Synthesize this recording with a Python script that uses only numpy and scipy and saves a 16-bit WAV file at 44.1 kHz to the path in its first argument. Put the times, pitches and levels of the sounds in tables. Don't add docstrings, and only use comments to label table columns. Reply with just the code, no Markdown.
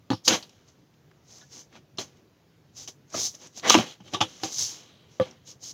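import sys
import numpy as np
from scipy import signal
from scipy.fft import rfft, irfft, next_fast_len
from scipy.io import wavfile
from scipy.ndimage import uniform_filter1d

SR = 44100
rng = np.random.default_rng(int(sys.argv[2]) if len(sys.argv) > 2 else 0)


def master_out(mix):
    frames = np.transpose(np.atleast_2d(mix))
    ceiling = np.clip(frames, -1, 1)
    pcm = np.round(ceiling * 32767).astype(np.int16)
    wavfile.write(sys.argv[1], SR, pcm)


N = 252693


def gain_of(db):
    return 10 ** (np.asarray(db) / 20)


def evened(x):
    return x / np.sqrt(np.mean(x ** 2) + 1e-20)


def read(points, hz):
    f, value = np.transpose(points)
    return np.interp(np.log(hz + 1), np.log(f + 1), value)


def add(mix, s, sound):
    part = mix[round(s * SR):][:len(sound)]
    part += sound[:len(part)]


def coloured(x, points, tilt_db=0.):
    size = next_fast_len(len(x))
    hz = np.fft.rfftfreq(size, 1 / SR)
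    shape_db = read(points, hz) + tilt_db * np.log2((hz + 100) / 3000)
    return evened(irfft(rfft(x, size) * gain_of(shape_db), size)[:len(x)])


def ring(x, hz, t60):
    radius = 10 ** (-3 / (t60 * SR))
    w = 2 * np.pi * hz / SR
    return signal.lfilter([0, np.sin(w)], [1, -2 * radius * np.cos(w), radius * radius], x)


def rung(force, hz, t60):
    x = ring(force, hz, t60)
    return x / abs(x).max()


def through(x, modes):
    return evened(sum(gain_of(db) * evened(ring(x, hz, t60)) for hz, db, t60 in modes))


# [dB per Hz, relative]
AIR = [(25, -31.5), (60, -17.5), (115, 3.5), (200, -10), (300, -9), (500, -14), (800, -21), (1500, -25),
       (3000, -28.5), (6500, -31.5), (7300, -37.5), (8000, -48), (15500, -38.5), (16500, -52)]
AIR_DB = -59.5


def air():
    frames, hz = N // 256 + 5, np.fft.rfftfreq(1024, 1 / SR)
    real, imag, patches = rng.standard_normal((frames, 513, 3)).T
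    patches = uniform_filter1d(patches, size=10, axis=0)
    patches = evened(uniform_filter1d(patches, size=12, axis=1))
    level_db = read(AIR, hz)[:, None] + 1.5 * patches
    z = (real + 1j * imag) * gain_of(level_db)
    tone = signal.istft(z, nperseg=1024, noverlap=768)[1][:N]
    return gain_of(AIR_DB) * evened(tone)


# pitch_hz [Hz], t60_s [s]
ROOM = [(150, 0.13), (1000, 0.059), (4000, 0.023), (12000, 0.36)]


def room(x):
    taps = np.zeros(SR // 2)
    at = np.arange(200, len(taps) - 20, 20)
    jitter = rng.integers(0, 20, len(at))
    taps[at + jitter] = rng.choice([-1., 1.], len(at))
    hz, t, z = signal.stft(taps, SR, nperseg=256)
    decay_db = -60 * t / read(ROOM, hz)[:, None]
    tail = signal.istft(z * gain_of(decay_db), SR, nperseg=256)[1]
    return signal.fftconvolve(x, tail / np.linalg.norm(tail))[:N]


def snap(db, hz, t60):
    t = np.arange(SR // 8) / SR
    noise = rng.standard_normal(len(t))
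    pitched = evened(ring(ring(noise, hz, .0022), hz, .0022))
    puff = evened(.4 * coloured(noise, CRACK) + pitched)
    rise = np.minimum(t / .001, 1)
    return gain_of(db - 60 * t / max(t60, .004)) * rise * puff


# start_s [s], level_db [dB], pitch_hz [Hz], t60_s [s]
SNAPS = [(.2551, -40, 6400, .012), (.426, -38.5, 4460, 0.076), (0.4933, -43.5, 5800, .02),
         (0.6833, -51.5, 4600, .021), (.9394, -58.5, 3350, .025), (1.1125, -51.5, 1700, .025),
         (1.727, -49.5, 2100, .023), (1.973, -44, 5500, .06), (2.17, -54.5, 6140, .018),
         (2.758, -52, 6340, .015), (3.101, -50, 6560, .029), (3.4706, -40.5, 6640, .025),
         (3.5771, -37, 4600, .023), (3.5958, -34, 4400, .02), (4.0796, -46, 3440, .03),
         (4.3994, -47, 2240, .022), (4.5323, -47, 6340, .025), (5.31, -45.5, 5700, .027),
         (5.6245, -54, 5270, .03)]


def snaps(mix):
    for s, *how in SNAPS:
        add(mix, s, snap(*how))


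def grit(lumpy_db, catch_s):
    stutter = evened(uniform_filter1d(rng.standard_normal(N), max(round(catch_s * SR), 1)))
    return rng.standard_normal(N) * gain_of(lumpy_db * stutter)


STROKE_DEPTH_DB = 30
RISE_BEND, FALL_BEND = 1.1, 1.05


def stroke(t, start, rise, hold, fall):
    before = np.clip(1 - (t - start) / max(rise, .001), 0, 9)
    after = np.clip((t - start - rise - hold) / max(fall, .001), 0, 9)
    return gain_of(-STROKE_DEPTH_DB * (before ** RISE_BEND + after ** FALL_BEND))


CAVITY_HZ, CAVITY_T60 = 122, 0.12
RUB_BOOM_DB = -22
# [dB per Hz, relative]
HISS = [(470, -50), (800, -23), (1440, -31), (1880, -26.5), (2570, -24), (3220, -11), (5720, 3.5),
        (6330, 6), (7450, -6.5), (8030, -20), (12100, -23.5), (15000, -22.5), (16000, -31.5)]
# [dB per Hz, relative]
DRAG = [(60, -28), (130, -4), (350, 4), (700, -0.5), (1200, -3.5), (1500, -6.5), (2200, -4), (2700, -6),
        (6300, -15.5), (8000, -36.5), (16000, -60)]
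# pitch_hz [Hz], level_db [dB, relative], t60_s [s]
BUZZ = [(3070, -6, 0.014), (3330, -1.5, .008), (3810, -1, 0.0053)]
# start_s [s], rise_s [s], hold_s [s], fall_s [s],
# skin_hiss_db [dB], board_drag_db [dB], flap_buzz_db [dB]
STROKES = [(0.24, 0.014, 0.019, 0.017, -31.5, -56.5, -52.5), (0.27, 0.0083, 0.07, 0.064, -30, -25.5, -30),
           (0.387, 0.028, 0.0012, 0.53, -64, -63, -63), (0.65, 0.038, .001, 0.081, -62, -67, -79),
           (1.22, 0.092, 0.07, 0.18, -53, -61, -68.5), (1.487, 0.042, 0.082, 0.058, -47.5, -57, -62.5),
           (1.676, 0.086, .005, 0.058, -61.5, -48.5, -59.5),
           (1.988, 0.003, 0.022, 0.073, -37.5, -41, -44.5), (2.056, 0.023, 0.11, .08, -75, -67, -77),
           (2.737, 0.038, 0.06, 0.078, -44, -57.5, -59), (2.876, 0.0066, 0.0012, 0.051, -38.5, -46.5, -49),
           (3.103, 0.052, 0.014, 0.073, -38, -36.5, -59.5), (3.123, 0.079, 0.066, 0.063, -28, -49, -51),
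           (3.318, 0.034, .001, 0.027, -45.5, -54, -66), (3.325, 0.096, 0.043, 0.058, -52, -54, -60),
           (3.519, 0.061, 0.012, 0.036, -41.5, -53, -51.5), (3.606, 0.045, 0.022, .03, -48.5, -35.5, -41),
           (3.642, .05, 0.0054, 0.0094, -26.5, -28.5, -28.5), (3.692, 0.0077, 0.03, 0.083, -24, -30, -20.5),
           (3.769, 0.0089, .001, 0.13, -34.5, -26, -37), (3.857, 0.0094, 0.058, .06, -55, -71, -48.5),
           (3.983, 0.1, 0.00087, .08, -57, -55, -55.5), (4.105, 0.032, .001, 0.017, -43.5, -42, -56.5),
           (4.224, 0.027, .001, 0.073, -63, -50, -46.5), (4.25, 0.039, 0.13, 0.022, -54.5, -58, -56.5),
           (4.414, 0.032, .001, 0.12, -33, -37.5, -41), (4.467, 0.071, .001, 0.071, -36, -56, -75),
           (4.519, .075, 0.033, 0.2, -27, -53, -45), (4.66, 0.025, .001, 1, -87, -56.5, -55.5),
           (5.062, 0.056, .07, 0.016, -64, -74, -95), (5.197, 0.013, 0.021, 0.045, -78, -45.5, -48),
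           (5.219, 0.031, 0.023, 0.16, -60, -50, -60), (5.443, 0.033, 0.041, 0.05, -47, -60.5, -57.5),
           (5.599, 0.035, 0.078, 0.032, -41.5, -60, -60.5)]


def strokes():
    t, level = np.arange(N) / SR, np.zeros((3, N))
    for start, rise, hold, fall, *layers_db in STROKES:
        level += gain_of(layers_db)[:, None] * stroke(t, start, rise, hold, fall)
    hiss = coloured(grit(lumpy_db=2.04, catch_s=0.00094), HISS)
    scrape = grit(lumpy_db=3.0, catch_s=0.0024)
    drag = coloured(evened(scrape) + 0.16 * through(scrape, BOX), DRAG)
    buzz = through(grit(lumpy_db=2.0, catch_s=0.0033), BUZZ)
    hum = gain_of(RUB_BOOM_DB) * evened(ring(scrape, CAVITY_HZ, .05))
    return level[0] * (hiss + hum) + level[1] * drag + level[2] * buzz


CAVITY_DB = -14.5
TILT_DB, NEUTRAL_HZ = 6, 4060
HAND_DB_PER_S, HAND_DB = 1500, 17
# pitch_hz [Hz], level_db [dB, relative], t60_s [s]
BOX = [(190, 0, .13), (240, 0, .1), (268, 0, .12), (318, 0, .13), (385, 0, .11), (515, 0, .19),
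       (650, -2, .08), (780, 0, .12), (845, 0, .12), (975, 0, .08), (1160, 0, .12), (1215, 0, .12),
       (1480, -2, .07), (1700, -2, .08)]
# [dB per Hz, relative]
CRACK = [(200, -30), (600, -4.5), (1200, -6), (2140, -22), (3030, 0), (3500, -4.5), (5300, -5),
         (6300, -4.5), (7300, -14), (8100, -23.5), (9100, -21.5), (16000, -32.5)]


def blow(crack_db, crack_hz, t60, panel_db, panel_hz, flap_db, flap_hz, contact, free):
    t = np.arange(SR // 3) / SR
    contact = np.clip(contact, .0003, .03)
    force = rng.standard_normal(len(t)) * t * np.exp(-t * 2 / contact)
    struck_hz, struck_db = np.array([panel_hz, flap_hz]), np.array([panel_db, flap_db])
    modes = 0
    for hz, db, mode_t60 in BOX:
        away_db = -6 * (np.log2(hz / struck_hz) / 0.06) ** 2
        away_db = np.maximum(away_db, -26)
        strength = gain_of(db + struck_db + away_db).sum()
        modes += strength * rung(force, hz, mode_t60)
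    boom = gain_of(panel_db + CAVITY_DB) * rung(force, CAVITY_HZ, CAVITY_T60)
    damped_db = -np.clip((t - free) * HAND_DB_PER_S, 0, HAND_DB)
    noise = rng.standard_normal(len(t))
    tilt_db = TILT_DB * np.log2(crack_hz / NEUTRAL_HZ)
    pitched = evened(ring(noise, crack_hz, 0.0062))
    crack = evened(coloured(noise, CRACK, tilt_db) + 0.78 * pitched)
    rise = np.minimum(t / contact, 1)
    crack_gain = gain_of(crack_db - 60 * t / max(t60, .004)) * rise
    return gain_of(damped_db) * (modes + boom) + crack_gain * crack


# [s, until the hand settles on the board]
BLOWS = [(0.1031, -25, 4300, 0.024, -14.5, 275, -22.5, 1010, 0.00098, 0.051),
         (0.109, -29, 4340, 0.043, -21.5, 320, -15.5, 890, 0.0057, 0.0093),
         (0.1172, -32.5, 4530, 0.077, -14.5, 215, -19, 1320, 0.0024, 0.011),
         (0.1315, -40, 5540, 0.18, -17.5, 310, -32, 817, .0015, 0.014),
         (0.2782, -7.5, 6780, 0.068, -22, 513, -52, 750, 0.00096, 0.04),
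         (0.3064, -17, 2870, 0.043, -21.5, 326, -21.5, 1450, 0.0021, 0.048),
         (0.3337, -22.5, 6050, 0.038, -24, 200, -27, 1370, 0.0024, 0.015),
         (1.41, -42, 3956, .058, -53, 1700, -53, 1480, 0.015, 0.044),
         (1.7622, -49.5, 2526, 0.062, -46.5, 371, -59.5, 800, 0.0036, 0.014),
         (1.9832, -24.5, 4300, .056, -30, 375, -29, 670, 0.0027, 0.043),
         (2.8752, -31.5, 6270, 0.029, -50, 258, -61.5, 666, .0016, .02),
         (3.1413, -35, 6640, .04, -28, 656, -34, 1190, 0.004, 0.049),
         (3.629, -23.5, 2070, 0.45, -45.5, 650, -44, 1510, 0.042, 0.033),
         (3.6970, -5.5, 6440, 0.04, -51, 520, -19, 1170, 0.001, 0.0083),
         (3.7041, 2, 3400, 0.0093, -47, 497, -17, 1210, 0.0014, 0.011),
         (3.7164, -13.5, 6560, 0.045, -45, 500, -19.5, 1140, 0.0063, 0.05),
         (3.7419, -11, 3230, 0.049, -29, 520, -11, 833, .0008, .004),
         (3.7493, -12, 2720, 0.058, -9.5, 317, -15, 1000, 0.002, .03),
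         (3.769, -30, 2820, .054, -13.5, 236, -45, 628, 0.00095, .064),
         (3.7947, -29, 3300, 0.16, -17, 251, -27.5, 780, 0.0026, 0.016),
         (4.0024, -50.5, 3120, 0.075, -42, 190, -53, 840, 0.0021, 0.023),
         (4.1348, -25, 3830, 0.14, -25, 304, -32, 865, 0.0023, 0.023),
         (4.1444, -24, 3520, 0.044, -35.5, 385, -20.5, 1121, 0.003, 0.014),
         (4.166, -47.5, 3800, 0.12, -35.5, 382, -38, 820, 0.0046, 0.046),
         (4.2050, -18, 3240, 0.045, -27, 320, -21, 750, 0.0044, 0.029),
         (4.2123, -17, 3530, 0.096, -13, 820, -35.5, 1150, 0.00032, 0.013),
         (4.2307, -30, 3400, 0.043, -29.5, 329, -42, 510, 0.0019, 0.061),
         (4.4339, -20, 5030, 0.034, -24.5, 321, -20, 752, 0.0016, 0.042),
         (5.1985, -35, 3435, .03, -12, 517, -37, 1170, 0.0021, 0.028),
         (5.205, -39, 3380, 0.15, -26, 190, -20, 330, 0.0077, 0.018)]


def blows(mix):
    for s, *how in BLOWS:
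        add(mix, s, blow(*how))


RADIATES_HZ = 101


def scene():
    box = strokes()
    blows(box)
    snaps(box)
    box = signal.sosfilt(signal.butter(4, RADIATES_HZ, "highpass", fs=SR, output="sos"), box)
    return (box + gain_of(-13.0) * room(box) + air())[None]


BASS_CUT_HZ, EDGE_HZ = 77, 16000


def record(dry):
    thin = signal.sosfilt(signal.butter(2, BASS_CUT_HZ, "highpass", fs=SR, output="sos"), dry)
    edge = signal.firwin(1023, EDGE_HZ, window=("kaiser", 13), fs=SR)
    return signal.oaconvolve(np.clip(thin, -1, 1), edge[None], "same")


dry = scene()
out = record(dry)
master_out(out)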